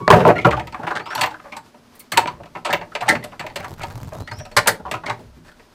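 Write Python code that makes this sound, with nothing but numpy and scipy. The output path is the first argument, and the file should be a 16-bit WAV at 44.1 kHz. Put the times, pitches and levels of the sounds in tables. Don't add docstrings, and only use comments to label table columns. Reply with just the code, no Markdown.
import sys
import numpy as np
from scipy import signal
from scipy.fft import rfft, irfft, next_fast_len
from scipy.io import wavfile
from scipy.ndimage import uniform_filter1d, map_coordinates

SR = 44100
rng = np.random.default_rng(int(sys.argv[2]) if len(sys.argv) > 2 else 0)


def waveform_to_disk(signal):
    frames = np.transpose(np.atleast_2d(signal))
    scaled = np.clip(frames, -1, 1) * 32767
    samples = np.round(scaled).astype(np.int16)
    wavfile.write(sys.argv[1], SR, samples)


def boost(x):
    u = np.asarray(x, float) / 20
    return 10 ** u


N = 253442
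SPAN = 16384

# f/Hz, width/Hz, level/dB
WOOD = [(315, 48, -3.5), (370, 103, -7), (477.3, 30.4, -4), (573, 236, -6), (600, 58, 3.5),
        (744.8, 26.4, 3), (880, 127, 0.5), (1020, 219, 9.5), (1052, 177, 6), (1262, 70, 0), (1430, 480, -7),
        (2070, 1065, -2.5), (2840, 600, -13.5)]
# f/Hz, width/Hz, level/dB
GRAIN = [(1300, 1800, -0.5)]
# f/Hz, width/Hz, level/dB
PANEL = [(76.3, 5, -7.5), (97, 58, -8), (114.4, 16.6, 1.5), (162.5, 13.1, 2), (245.3, 53, -6.5),
         (331.5, 43, -4.5), (392, 120, -7.5)]
# f/Hz, level/dB per Hz
EDGE = [(1200, -39.5), (2500, 7), (4200, 6.5), (6000, -3.5), (8000, 6.5), (10000, 1.5), (14000, -3),
        (16000, -21)]
# f/Hz, width/Hz, level/dB
BRASS = [(4210, 67, -7.5), (4380, 67, 10), (6290, 199, -9), (8270, 250, -4), (8070, 120, -3.5),
         (11250, 120, -7.5), (12030, 160, 3.5), (14620, 300, 3)]

BUMPS = [(.103, 5, 1012, -31), (.4471, -2.5, 942, -23.5), (.4684, -7, 600, -43), (.4868, -14, 600, -22),
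         (2.4007, -32, 675, -44), (2.4338, -36, 1000, -18), (3.1216, -18.5, 620, -45),
         (3.1523, -19, 735, -12), (3.9066, -36, 764, -8), (4.387, -43.5, 646, 2),
         (4.7977, -32.5, 500, -41.5)]
SHUDDERS = [(.1242, -1, 718, -24), (.2729, -5.5, 577, -49), (.7915, -25, 740, -44), (.8307, -24, 980, -34),
            (1.7418, -41, 597, -26.5), (2.3167, -55, 587, -3), (3.066, -32, 810, -8),
            (3.3171, -35.5, 940, -18), (3.627, -31, 976, -25), (4.514, -38.5, 600, -6),
            (4.8783, -33, 970, -18.5), (5.4467, -50, 1223, -5)]
SETTLES = [
    (.1577, -9, 495, -24),
    (.1872, -16, 450, -44),
    (2.2829, -38.5, 1080, -14.5),
]
KNOCKS = [(.2848, -6, 650, -29), (2.13, -23.5, 2080, -32), (.2969, -7, 714, -34), (.508, -17.5, 885, -11),
          (.7698, -34, 890, -23), (.9943, -24.5, 880, -13), (1.5205, -28, 2290, -17),
          (1.5493, -35, 940, -32), (2.273, -18, 735, -11), (2.6906, -17.5, 756, -26),
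          (2.7288, -10.5, 575, -9), (3.33, -35.5, 920, -23), (3.4386, -27.5, 570, -42),
          (3.5984, -29.5, 770, -11), (4.146, -33, 634, -47), (4.312, -25, 954, -8),
          (4.3982, -30.5, 600, -11), (4.4512, -35.5, 584, -4.5), (5.0791, -22, 955, -19),
          (5.646, -60.5, 442, -9)]
JOLTS = [(.259, -3, 493, -46), (.356, -20.5, 1980, -46), (.723, -30.5, 880, -9), (2.1193, -20, 1235, 0),
         (2.551, -24.5, 756, -25.5), (2.8124, -26, 720, -14), (3.3949, -24, 740, -7.5),
         (3.5582, -22.5, 665, -2.5), (4.9128, -19.5, 574, -4), (4.9384, -17, 954, -23),
         (5.0354, -26.5, 705, -22), (5.0605, -21.5, 2070, -11.5), (5.0969, -15.5, 934, -10.5)]
DRAGS = [(1.056, -26.5, 730, -11.5), (1.102, -23, 1300, -12), (1.4393, -34.5, 570, -26),
         (3.0555, -27.5, 577, -16), (3.8, -27.5, 947, -22), (4.6577, -18, 920, -15.5),
         (2.648, -17, 1300, -8)]
TAPS = [(.382, -16, 2180, -24), (.5961, -21.5, 723, -11.5), (.671, -31.5, 910, -6.5),
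        (.8877, -34, 1020, -12), (1.127, -25.5, 1300, -14), (1.234, -12, 990, -11), (1.2589, -22, 870, -8),
        (1.3403, -28, 1580, -21), (1.3956, -34, 1260, -18), (1.588, -50.5, 910, -11),
        (2.4559, -36.5, 546, -11), (2.918, -34, 1330, -21), (2.951, -18, 684, -6.5),
        (3.0284, -24, 1180, -23), (3.08, -10, 880, -15), (3.2265, -32, 2020, -20),
        (3.2399, -26.5, 1000, -5.5), (3.4645, -25.5, 960, -8), (3.4988, -34, 880, -10),
        (3.6443, -26.5, 974, -8.5), (3.8322, -22, 930, -7), (4.121, -26, 600, -36),
        (4.2741, -29, 1980, -12), (5.5951, -43.5, 430, -10)]
RATTLES = [(.2016, -14, 456, -16.5), (.4112, -30, 2320, -13.5), (.5237, -14, 1180, -25),
           (.5666, -16, 856, -21), (1.1497, -17, 920, -6.5), (1.1758, -19.5, 1020, -13),
           (1.1913, -26, 900, -7), (1.2102, -13.5, 892, -1.5), (1.3058, -31, 905, -10.5),
           (1.5654, -26.5, 880, -6), (1.95, -54, 1950, -2), (1.9985, -45, 2180, 3),
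           (2.702, -19, 1720, -11.5), (3.0077, -17.5, 730, -9), (3.0873, -5.5, 1825, -6),
           (4.8526, -24, 963, -41), (5.481, -45, 1694, -6), (5.515, -45, 1430, -5)]
PRESSED = [
    (0.9525, -17.5, 1520, -15),
    (4.566, -4.5, 1770, -5.5),
    (4.6726, -6.5, 1660, 0.5),
]
SLAMS = [
    (.0796, 0, 600, -15),
    (.2525, -3, 600, -30),
    (2.2593, -19, 2320, -12),
]
ROLLS = [(.7445, -21.5, 1114, -16), (.868, -16, 970, -23), (.906, -16.5, 1020, -22.5),
         (2.1735, -3, 907, -5), (3.816, -31, 2300, -6)]
SCRAPES = [(.81, -31, 674, -42), (.925, -29.5, 1150, -33), (2.163, -20, 920, -18), (2.2, -28, 670, -10),
           (3.775, -42, 1500, -11)]
PRESS_T60_S, SLAM_T60_S = .066, .055
# contacts, panel boom level re knock/dB, chatter t60/s, rise/s, strongest mode level/dB
KINDS = [(BUMPS, 0, 0.075, 0.00068, 6.5), (SHUDDERS, -1.5, 0.12, 0.0028, 6.4),
         (SETTLES, 2.25, 0.42, 0.002, 13), (KNOCKS, -11.5, 0.096, 0.0031, 6.8),
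         (JOLTS, -7.5, 0.12, 0.0014, 8.5), (DRAGS, -26, 0.25, 0.0063, 3.7),
         (TAPS, -27.5, 0.086, 0.0023, 11), (RATTLES, -13, 0.12, 0.0032, 13.7),
         (PRESSED, -13.5, PRESS_T60_S, 0.0043, 2.6), (SLAMS, -8, SLAM_T60_S, 0.00015, 0),
         (ROLLS, -21.5, 0.084, 0.0031, 10), (SCRAPES, -9, 0.17, 0.011, 5.1)]
# t/s, knock level/dB, wood mode f/Hz, edge level/dB, boom level/dB
SWAYING = [
    (.0015, -31.5, 990, -58, 10),
    (5.19, -46, 600, -26, 13.5),
    (5.362, -68.5, 600, -24, 30.5),
    (5.461, -51, 1560, -5, 5),
]
# t60/s, rise/s, strongest mode level/dB
SWAY = (0.17, .0024, 10)

# t/s, peak level/dB
TINKS = [
    [(1.1497, -27), (3.0264, -40), (3.2382, -34)],
    [(3.3969, -35)],
    [(1.2596, -48)],
]
# f/Hz, level/dB, t60/s
PARTS = [
    [(10300, -6, 0.054), (11400, -4, 0.059), (13350, -18, 0.055), (15000, -19, 0.085)],
    [(7700, -9, 0.061)],
    [(13840, 13, .06)],
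]
# t/s, factor by which its first mode rises
FREE_SHACKLE = (2.5, 1.048)
# t/s, slip rate f/Hz, level/dB, loss for each overtone/dB
SQUEAK = [
    [(0, 1100, -46, 18), (.025, 1115, -35, 17), (.06, 1130, -33, 16), (.078, 1140, -33, 15)],
    [(.358, 1400, -37, 8), (.368, 1410, -26, 10), (.382, 1390, -27, 10), (.388, 1370, -40, 10)],
]
# t/s, level/dB
ROCKS = [(0.469, -30), (.62, -46.5), (2.302, -44), (4.8, -43), (5.22, -45)]
# f/Hz, width/Hz, level/dB
LEAF_SWING = [(73, 38, 0)]
# t/s, peak level/dB
JINGLE = [
    (1.95, -50.5),
    (1.992, -38.5),
]
# f/Hz, width/Hz, level/dB
KEY = [(8500, 100, -5), (9000, 270, 4), (10200, 150, 4), (13300, 4200, -1)]
# f/Hz, t60/s
PORCH = [(150, 0.67), (1000, 0.19), (4000, 0.18), (12000, 0.15)]

# f/Hz, level/dB per Hz
CASE = [(300, 13.5), (900, 14), (2500, -5), (5500, -5.5), (7500, -7), (10000, -12.5), (12500, -8.5),
        (15500, -15.5)]
# t/s, peak level/dB
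SNAPS = [(3.6044, -28.5), (3.682, -30.5), (3.6944, -39), (3.7084, -33), (3.7164, -33), (3.7304, -36),
         (3.8594, -36), (3.8694, -37), (3.8844, -37), (3.9019, -36), (3.9194, -36), (3.9254, -39),
         (3.937, -39), (3.9558, -33), (3.9793, -34.5), (3.9854, -37), (4.0107, -40), (4.0162, -36),
         (4.0234, -43), (4.0316, -30), (4.0474, -40), (4.0546, -40), (4.0745, -37), (4.125, -36),
         (4.1354, -38), (4.1464, -38), (4.1514, -37), (4.1678, -33), (4.1734, -47), (4.1824, -34),
         (4.1864, -37), (4.2064, -45), (4.2122, -33), (4.2222, -29.5)]
# start t/s, end t/s, slips per second
CREEPS = [(3.572, 3.66, 190), (3.684, 3.74, 150), (3.78, 3.9, 130), (3.96, 4.09, 70), (4.11, 4.24, 90)]
SLIP_DB, SLIP_SCATTER_DB = -46, -3
# t/s, thud level/dB, held/s
GRIPS = [(3.6, -39, 0.028), (3.73, -31, 0), (3.8, -36, 0.039), (3.885, -35, 0.045), (3.97, -29.5, 0.000027),
         (4.025, -30.5, 0.053), (4.14, -36, 0.05), (4.224, -25, 0), (4.33, -36, 0.011),
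         (4.39, -33.5, 0.025)]
TIGHTEN_DB_PER_S, LET_GO_DB_PER_S, SLACK_DB = 356, 602, -47
HELD_S = [
    (3.53,),
    (4.46,),
]
# f/Hz, width/Hz, level/dB
HAND_THUD = [(104.6, 75, 25), (170, 23, -14.0)]

# t/s from its start, pitch f/Hz, level/dB
BIRD = [(0, 3600, -66), (.05, 3900, -56), (.12, 4200, -56), (.17, 4750, -53), (.215, 5450, -47),
        (.27, 5700, -47), (.33, 5400, -58)]
# t/s, hoarseness as a share of pitch, level/dB
CALLS_AT = [
    (.882, .015, -2),
    (4.14, .024, -1),
]
# t/s, level/dB
AIR = [(0, -68), (.9, -56), (1.8, -91), (2.8, -59), (3.3, -54), (4.3, -48.5), (5, -56.5), (5.75, -60)]
# f/Hz, width/Hz, level/dB
BREEZE = [(27, 32, 0)]
# f/Hz, level/dB per Hz
HISS = [(40, -3.5), (120, 1), (300, -0.5), (630, -4), (1000, -4.5), (2500, -13), (5000, -14.5), (7000, -20),
        (12000, -25.5), (15500, -29), (16000, -78.5)]
# f/Hz, width/Hz, level/dB
HUM = [(196, 12, -14.5), (240, 36, -3.5), (419.6, 4.1, -4), (602, 26, -7)]


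def unit(x):
    return x / np.sqrt(np.mean(x ** 2) + 1e-20)


def along(points, hz):
    f, v = np.transpose(points)
    return np.interp(np.log(hz + 1), np.log(f + 1), v)


def curves(rows):
    s, *cols = np.transpose(rows)
    return [np.interp(np.arange(N) / SR, s, c) for c in cols]


def sounding(rows, fade=0.0079):
    t = np.arange(N) / SR
    inside = np.minimum(t - rows[0][0], rows[-1][0] - t)
    return np.clip(inside / fade + 1, 0, 1)


def wobble(rate):
    knots = rng.standard_normal(int(N * rate / SR) + 4)
    return map_coordinates(knots, [np.arange(N) * rate / SR])


def modes(table, f, scatter_db=0):
    c, w, db = np.transpose(table)[..., None]
    each = 1j * f * w / (c * c - f * f + 1j * f * w)
    sign = (-1) ** np.arange(len(table))
    return (sign * boost(db[:, 0] + scatter_db)) @ each


def causal(points, f):
    cep = irfft(np.log(boost(along(points, f))))
    cep[1:len(f) - 1] *= 2
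    cep[len(f):] = 0
    return np.exp(rfft(cep))


def filtered(x, response):
    m = 2 * next_fast_len(x.shape[-1] // 2 + SR // 8)
    spectrum = rfft(x, m) * response(np.fft.rfftfreq(m, 1 / SR))
    return irfft(spectrum, m)[..., :x.shape[-1]]


def peak_one(rows, size):
    return rows / np.sqrt(uniform_filter1d(rows ** 2, size).max(axis=1, keepdims=True))


def place(rows, seconds):
    start = np.round(np.asarray(seconds) * SR).astype(int)
    at = start[:, None] + np.arange(rows.shape[1])
    return np.bincount(at.ravel(), rows.ravel(), N + rows.shape[1])[:N]


def contacts():
    rows = [(*row, *shared) for table, *shared in KINDS for row in table]
    rows = sorted(rows + [(*row, *SWAY) for row in SWAYING])
    s, db, own_hz, edge_db, boom_db, t60, rise, own_db = np.transpose(rows)[..., None]
    pressed = np.isin(s, np.transpose(PRESSED)[0])
    slammed = np.isin(s, np.transpose(SLAMS)[0])
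    reach = 2 * SPAN // 3
    t, t60 = np.arange(reach) / SR, np.clip(t60, .02, .5)
    draw = rng.standard_normal((len(s), 2 * reach + 40))
    struck = draw[:, 2 * reach:]

    lumps = boost(2.74 * unit(uniform_filter1d(draw[:, reach:2 * reach], size=40)))
    chatter = draw[:, :reach] * lumps * (1 - np.exp(-t / np.clip(rise, 1e-4, .05)))
    chatter[:, :12] += boost(18) * slammed * np.hanning(12)

    corner_hz = 15000 * boost(0.85 * edge_db)
    dull_hz = 7000 * boost(.45 * edge_db)

    def strongest(f):
        gain = boost(own_db) * (own_hz / 900) ** 0.23
        return gain * 1j * f * 0.075 * own_hz / (own_hz ** 2 - f * f + 1j * f * 0.092 * own_hz)

    def leaf(f):
        many = modes(WOOD, f, 2 * struck[:, :len(WOOD)]) + np.where(pressed, 1.2, .3) * modes(GRAIN, f)
        dull = 1 + 1j * f / dull_hz
        return many / dull ** 2 + strongest(f) / dull

    def metal(f):
        brass = modes(BRASS, f, 5 * struck[:, 20:20 + len(BRASS)])
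        return (causal(EDGE, f) + 1.82 * brass) / (1 + 1j * f / corner_hz) ** 3

    def panel(f):
        return modes(PANEL, f, 3 * struck[:, -len(PANEL):])

    stop = np.where(pressed, 3.2, 1.334)
    edge_t60 = np.where(pressed, .9, 0.49 * boost(.25 * edge_db)) * t60
    wood = filtered(chatter * boost(-60 * (1.33 * t / t60) ** stop), leaf)
    edge = filtered(chatter * boost(-60 * t / edge_t60), metal)
    boom = filtered(chatter * boost(-60 * t / (1.1 * t60)), panel)
    sound = peak_one(wood, size=220)
    sound = sound + boost(edge_db + 0.5) * peak_one(edge, size=90)
    sound = sound + boost(boom_db - 5.0) * peak_one(boom, size=530)
    fade = 1 - (t / t[-1]) ** 4
    return place(boost(db - 3.0) * sound * fade, s[:, 0] - .001)


def padlock():
    t, out = np.arange(SPAN) / SR, np.zeros(N)
    threaded_s, rise = FREE_SHACKLE
    for hits, part in zip(TINKS, PARTS):
        for s, db in hits:
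            hz, level, t60 = np.transpose(part)[..., None]
            if part is PARTS[0] and s > threaded_s:
                hz = np.vstack([hz[:1] * rise, hz[1:]])
            ring = np.sum(boost(db + level - 60 * t / t60) * np.sin(2 * np.pi * hz * t), axis=0)
            out += place(ring[None] * (1 - np.exp(-t / 0.00081)), [s])
    return out


def rocking():
    s, db = np.transpose(ROCKS)
    t = np.arange(SPAN) / SR
    push = rng.standard_normal((len(s), SPAN)) * boost(-60 * t / .5) * (1 - np.exp(-t / .02))
    swing = filtered(push, lambda f: modes(LEAF_SWING, f) ** 2)
    return place(boost(db[:, None]) * peak_one(swing, size=700), s)


def hinge():
    out = np.zeros(N)
    for rows in SQUEAK:
        hz, db, loss_db = curves(rows)
        turn = 2 * np.pi * np.cumsum(hz * (1 + .006 * wobble(250))) / SR
        stack = sum(boost(-k * loss_db) * np.sin((k + 1) * turn) for k in range(4))
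        out += boost(db + 2 + 2 * wobble(120)) * sounding(rows) * stack
    return out


def key():
    s, db = np.transpose(JINGLE)
    t = np.arange(4096) / SR
    rattle = rng.standard_normal((len(s), len(t))) * boost(-60 * t / 0.079) * (1 - np.exp(-t / 0.0042))
    rattle = filtered(rattle, lambda f: modes(KEY, f))
    return place(boost(db[:, None]) * peak_one(rattle, size=90), s)


def camera_case():
    steps = np.concatenate([np.arange(a, b, 1 / rate) for a, b, rate in CREEPS])
    chance = rng.standard_normal((len(steps), 2))
    s, db = np.transpose(SNAPS)
    s = np.append(s, steps + 0.002 * chance[:, 0])
    db = np.append(db, SLIP_DB + SLIP_SCATTER_DB * chance[:, 1])
    t = np.arange(1024) / SR
    decay = boost(-60 * t / 0.004) + 0.16 * boost(-60 * t / 0.06)
    ticks = filtered(rng.standard_normal((len(s), len(t))) * decay, lambda f: causal(CASE, f))
    ticks = place(boost(db[:, None] + 3.5) * peak_one(ticks, size=30), s)

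    thuds = unit(filtered(rng.standard_normal(N), lambda f: modes(HAND_THUD, f) ** 2))
    grains = boost(11.0 * wobble(250)) * rng.standard_normal(N)
    rustle = unit(filtered(grains, lambda f: causal(CASE, f)))
    at, thud_db, held = np.transpose(GRIPS)[..., None]
    since = np.arange(N) / SR - at
    tighten_db = TIGHTEN_DB_PER_S * np.clip(-since, 0, None)
    let_go_db = LET_GO_DB_PER_S * np.clip(since - held, 0, None)
    grip_db = np.maximum((thud_db - tighten_db - let_go_db).max(axis=0), SLACK_DB)
    hand = boost(grip_db) * thuds + boost(-52.0 + 0.69 * (grip_db + 42.5)) * rustle
    return ticks + sounding(HELD_S, fade=0.048) * hand


def porch(x, count=23):
    out, step = np.zeros(N + SR), N // count + 1
    for k in range(count):
        hz, t, z = signal.stft(rng.standard_normal(SPAN), SR, nperseg=256)
        decay = boost(-60 * t / along(PORCH, hz)[:, None])
        tail = signal.istft(z * decay, SR, nperseg=256)[1]
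        wet = signal.fftconvolve(x[k * step:(k + 1) * step], tail / np.linalg.norm(tail))
        out[k * step + 300:][:len(wet)] += wet
    return out[:N]


def bird():
    out = np.zeros(N)
    for start, hoarse, call_db in CALLS_AT:
        rows = [(start + s, hz, db + call_db) for s, hz, db in BIRD]
        hz, db = curves(rows)
        pitch = hz * (1 + hoarse * (hz / 5500) ** 3 * wobble(400))
        tone = np.sin(2 * np.pi * np.cumsum(pitch) / SR)
        out += boost(db + 1 + 2.5 * wobble(150)) * sounding(rows) * tone
    t = np.arange(SPAN) / SR
    trees = rng.standard_normal(SPAN) * boost(-60 * t / .2)
    return out + boost(-3) * signal.fftconvolve(out, trees / np.linalg.norm(trees))[:N]


def air():
    noise = rng.standard_normal((3, N))
    hiss = boost(-53.0 + 1.8 * wobble(21.0)) * unit(filtered(noise[0], lambda f: boost(along(HISS, f))))
    hum = boost(-57 + 1.5 * wobble(4)) * unit(filtered(noise[1], lambda f: modes(HUM, f) ** 2))
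    breeze = unit(filtered(noise[2], lambda f: modes(BREEZE, f) ** 3))
    return hiss + hum + boost(curves(AIR)[0] + 3.2 * wobble(3.8)) * breeze


def scene():
    door = contacts() + padlock() + rocking()
    squeak = hinge()
    answer = boost(-11.5) * porch(door + 0.24 * squeak)
    mix = door + squeak + key() + camera_case() + answer + bird() + air()
    return mix[None]


def low_pass(x):
    return signal.sosfilt(signal.butter(12, 16450, fs=SR, output="sos"), x)


def record(dry):
    clipped = dry / (1 + np.abs(dry / .995) ** 40) ** (1 / 40)
    limited = filtered(clipped, lambda f: 1 / (1 + (f / 16000) ** 60))
    return low_pass(limited)


dry = scene()
out = record(dry)
waveform_to_disk(out)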